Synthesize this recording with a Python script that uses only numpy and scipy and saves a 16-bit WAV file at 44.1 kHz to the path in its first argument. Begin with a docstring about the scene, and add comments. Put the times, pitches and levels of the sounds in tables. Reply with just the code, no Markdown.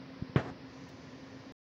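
"""An appliance hums under steady room noise. Two soft low bumps lead to one dull knock (0.36 s)
on a stone kitchen counter that carries steel bowls with coconut halves. The counter thuds in
its modes, the things on it clack and ring faintly, and the small room answers.
A weak bump follows, the hiss brightens a little, a faint tick sounds; all cuts off at 1.52 s."""
import sys
import numpy as np
from scipy import signal
from scipy.fft import rfft, irfft, next_fast_len
from scipy.io import wavfile
from scipy.ndimage import map_coordinates

SR = 44100
rng = np.random.default_rng(int(sys.argv[2]) if len(sys.argv) > 2 else 0)


def to_wav(sig):
    """Store sig (one row per channel, or 1-D mono) as 16-bit WAV at the path in sys.argv[1].

    Samples outside -1..1 are clipped; the rate is SR.
    """
    pcm = np.clip(np.atleast_2d(sig), -1, 1) * 32767
    pcm = np.round(pcm).astype(np.int16)
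    wavfile.write(sys.argv[1], SR, pcm.T)  # frames by channels


N = 74970
KNOCK_S, END_S = 0.3601, 1.523


def amp(db):
    """Decibels to gain."""
    return 10 ** (np.asarray(db) / 20)


def unit(x):
    """Scale to rms 1."""
    return x / np.sqrt(np.mean(x ** 2) + 1e-20)


def along(points, hz):
    """Interpolate (frequency [Hz], value) points on a log axis."""
    knots_hz, values = np.transpose(points)
    return np.interp(np.log(hz + 1), np.log(knots_hz + 1), values)


def since(start_s):
    """Seconds after start_s, zero before."""
    return np.maximum(np.arange(N) / SR - start_s, 0)


def level(points):
    """(time [s], level [dB]) points to gain per sample."""
    return amp(np.interp(since(0), *np.transpose(points)))


def wobble(knots_per_s):
    """Smooth random curve."""
    return map_coordinates(rng.standard_normal(200), [since(0) * knots_per_s], mode="mirror")


def filtered(x, response):
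    """Apply a gain given as a function of frequency."""
    size = next_fast_len(N + SR // 2)
    return irfft(rfft(x, size) * response(np.fft.rfftfreq(size, 1 / SR)), size)[:N]


def noise(spectrum):
    """Coloured noise, rms 1."""
    return unit(filtered(rng.standard_normal(N), lambda hz: amp(along(spectrum, hz))))


def fade(t, t60_s):
    """Exponential decay."""
    return np.exp(-np.log(1000) * t / t60_s)


def rise(t, tau_s):
    """Exponential onset, 0 to 1."""
    return 1 - np.exp(-t / tau_s)


def ring(modes, t):
    """Damped modes with a soft start."""
    swing = sum(amp(db) * fade(t, t60_s) * np.sin(2 * np.pi * hz * t) for hz, db, t60_s in modes)
    return swing * rise(t, tau_s=0.00055)


def push(centre_s, db, half_width_s):
    """Gaussian pulse: a low push, no ring."""
    return -amp(db) * np.exp(-((since(0) - centre_s) / half_width_s) ** 2)


def burst(spectrum, start_s, db, t60_s):
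    """Decaying noise, coloured after gating so its edge is as dull as the rest."""
    t, white = since(start_s), rng.standard_normal(N)
    colour = lambda hz: amp(along(spectrum, hz))
    puff = white * fade(t, t60_s) * (t > 0)
    return amp(db) * filtered(puff, colour) / filtered(white, colour).std()


def drone(centre_hz, width_hz, db):
    """Noise held in one narrow resonance."""
    resonance = lambda hz: 1 / (1 + (2 * (hz - centre_hz) / width_hz) ** 2)
    return amp(db) * unit(filtered(rng.standard_normal(N), resonance))


def room_noise():
    """Steady air coloured by room resonances; the top edge of the hiss swells after the knock."""
    air_spectrum = [(25, -36), (45, -28), (70, -6.5), (110, -1), (200, -4.5), (350, -6), (550, -8),
                    (750, -13), (1000, -17), (1400, -17), (1900, -16), (3400, -24), (5000, -21.5),
                    (5800, -29), (6600, -55.5), (8000, -59.5), (11000, -52.5), (13000, -60.5), (15500, -52)]  # (frequency [Hz], relative density [dB])
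    resonances = [(141, 17, -64.5), (177, 10, -63.5), (259.8, 21, -57), (511, 10, -67), (1017, 210, -66),
                  (1825, 120, -72.5)]  # (centre [Hz], width [Hz], rms level [dB])
    hiss_spectrum = [(4500, -46), (5800, 5), (6400, -0.5), (7000, -7), (7600, -21), (9000, -38.5)]  # (frequency [Hz], relative density [dB])
    hiss_levels = [(0, -85), (.62, -86.5), (.74, -71.5), (.9, -71.5), (1.2, -74.5), (1.5, -75.5)]  # (time [s], level [dB])
    air = amp(-52.5) * noise(air_spectrum)
    drones = sum(drone(*row) for row in resonances)
    hiss = level(hiss_levels) * noise(hiss_spectrum)
    return air + drones + hiss


def appliance_hum():
    """One tone, wavering in phase and level."""
    hum_levels = [(0, -44), (.12, -56), (.28, -57.5), (.48, -52), (.7, -55), (.9, -61), (1.1, -53.5),
                  (1.4, -57.5)]  # (time [s], level [dB])
    hum_hz, wander_rad, waver_db, knots_per_s = 267.4, 0.37, 2, 12
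    phase = 2 * np.pi * hum_hz * since(0) + wander_rad * wobble(knots_per_s)
    tone = np.sin(phase) * amp(waver_db * wobble(knots_per_s))
    return level(hum_levels) * unit(tone)


def tick():
    """Faint, bright noise burst well after the knock."""
    spectrum = [(300, -16), (1500, -4), (3000, -11), (6500, -5.5), (8500, -19.5), (13000, -30),
                (15000, -13.5)]  # (frequency [Hz], relative density [dB])
    return burst(spectrum, start_s=0.888, db=-59.5, t60_s=0.06)


def bumps():
    """Soft low pushes: two before the knock, one after."""
    pulses = [(0.2243, -19.5, 0.0014), (0.297, -31, 0.0013), (.516, -34.5, 0.0022)]  # (time [s], level before low cut [dB], half width [s])
    return sum(push(*row) for row in pulses)


def room_echo():
    """The room answers the knock: diffuse noise that dies band by band."""
    spectrum = [(30, -35.5), (100, -0.5), (280, 0.5), (450, -1), (800, -6.5), (1300, -7.5), (2000, -12.5),
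                (3200, -18.5), (4500, -29.5), (7000, -38.5), (9000, -61), (15000, -65)]  # (frequency [Hz], relative density [dB])
    decay_times = [(100, 1), (280, .65), (1000, 0.68), (3000, 0.32), (8000, 0.99)]  # (frequency [Hz], t60 [s])
    hz, frame_s, bands = signal.stft(noise(spectrum), SR, nperseg=256)
    bands = bands * fade(np.maximum(frame_s - KNOCK_S, 0), along(decay_times, hz)[:, None])
    echo = signal.istft(bands, SR, nperseg=256)[1][:N]
    return amp(-35) * echo * rise(since(KNOCK_S), tau_s=0.0055)


def bowl_ring():
    """The steel bowls take up the blow and ring faintly."""
    modes = [(269.7, -2.5, .6), (366, 5.5, 0.18), (471, -6, .4), (616.5, 1, 0.26), (721, -3, 0.47),
             (801, -9.5, 0.19), (856.6, -8, 0.62), (1024, -7.5, .4), (1255, -10, .45), (1375, -14, .25),
             (1520, -14.5, 0.18), (1594, -15, .25), (1688, -15, 0.27), (1810, -1, 0.22), (1904, -6, 0.22),
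             (2114, -19.5, .22), (2237, -15.5, 0.27), (2674, -17.5, 0.47), (4080, -16.5, 0.23)]  # (frequency [Hz], relative level [dB], t60 [s])
    t = since(KNOCK_S)
    return amp(-40.5) * ring(modes, t) * rise(t, tau_s=0.0035)


def counter_knock():
    """The blow presses the counter with a crack; it swings back in its modes, the things on it clack."""
    modes = [(95, -7.5, .1), (132.8, 4.5, 0.059), (214, -8, .04), (327, -11, 0.036), (372.4, -14, 0.055),
             (642, -21.5, 0.28), (812, -27, .05), (1093, -11.5, .04)]  # (frequency [Hz], relative level [dB], t60 [s])
    crack_spectrum = [(200, -10), (800, -0.5), (2000, -9.5), (3000, 5), (3700, -10.5), (4500, -27.5),
                      (7000, -40), (9000, -54.5), (15000, -54)]  # (frequency [Hz], relative density [dB])
    clack_spectrum = [(60, -22.5), (300, 11.5), (700, -3.5), (1250, -3), (1900, -4), (3100, -11),
                      (4200, -36.5), (6000, -32.5), (9000, -44.5), (15000, -51.5)]  # (frequency [Hz], relative density [dB])
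    contact_s = 0.00097
    press = push(KNOCK_S + contact_s / 2, db=-14, half_width_s=contact_s / 2)
    thud = amp(-16.5) * ring(modes, since(KNOCK_S + contact_s))
    crack = burst(crack_spectrum, KNOCK_S, db=-27, t60_s=0.015)
    clack = burst(clack_spectrum, KNOCK_S, db=-28.5, t60_s=0.096)
    return press + thud + crack + clack


def scene():
    """Mono mix; impacts carry no deep bass."""
    # The knock's tail swells, then ducks, like a recorder's gain control (fixed level curve).
    tail_gains = [(.36, -0.5), (.403, 3), (.425, -4), (.445, -1), (.47, 2), (.5, 5.5), (.513, -5),
                  (.55, -13.5)]  # (time [s], gain [dB])
    low_cut_hz = 110.5
    low_cut = signal.butter(2, low_cut_hz, "highpass", fs=SR, output="sos")
    impacts = signal.sosfilt(low_cut, counter_knock() + bumps() + tick())
    tail = (room_echo() + bowl_ring()) * level(tail_gains)
    return (impacts + tail + appliance_hum() + room_noise())[None]


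def record(dry):
    """Hard stop, then band limit."""
    top_hz = 15750
    return filtered(dry[0] * (since(0) < END_S), lambda hz: hz < top_hz)[None]


dry = scene()
out = record(dry)
to_wav(out)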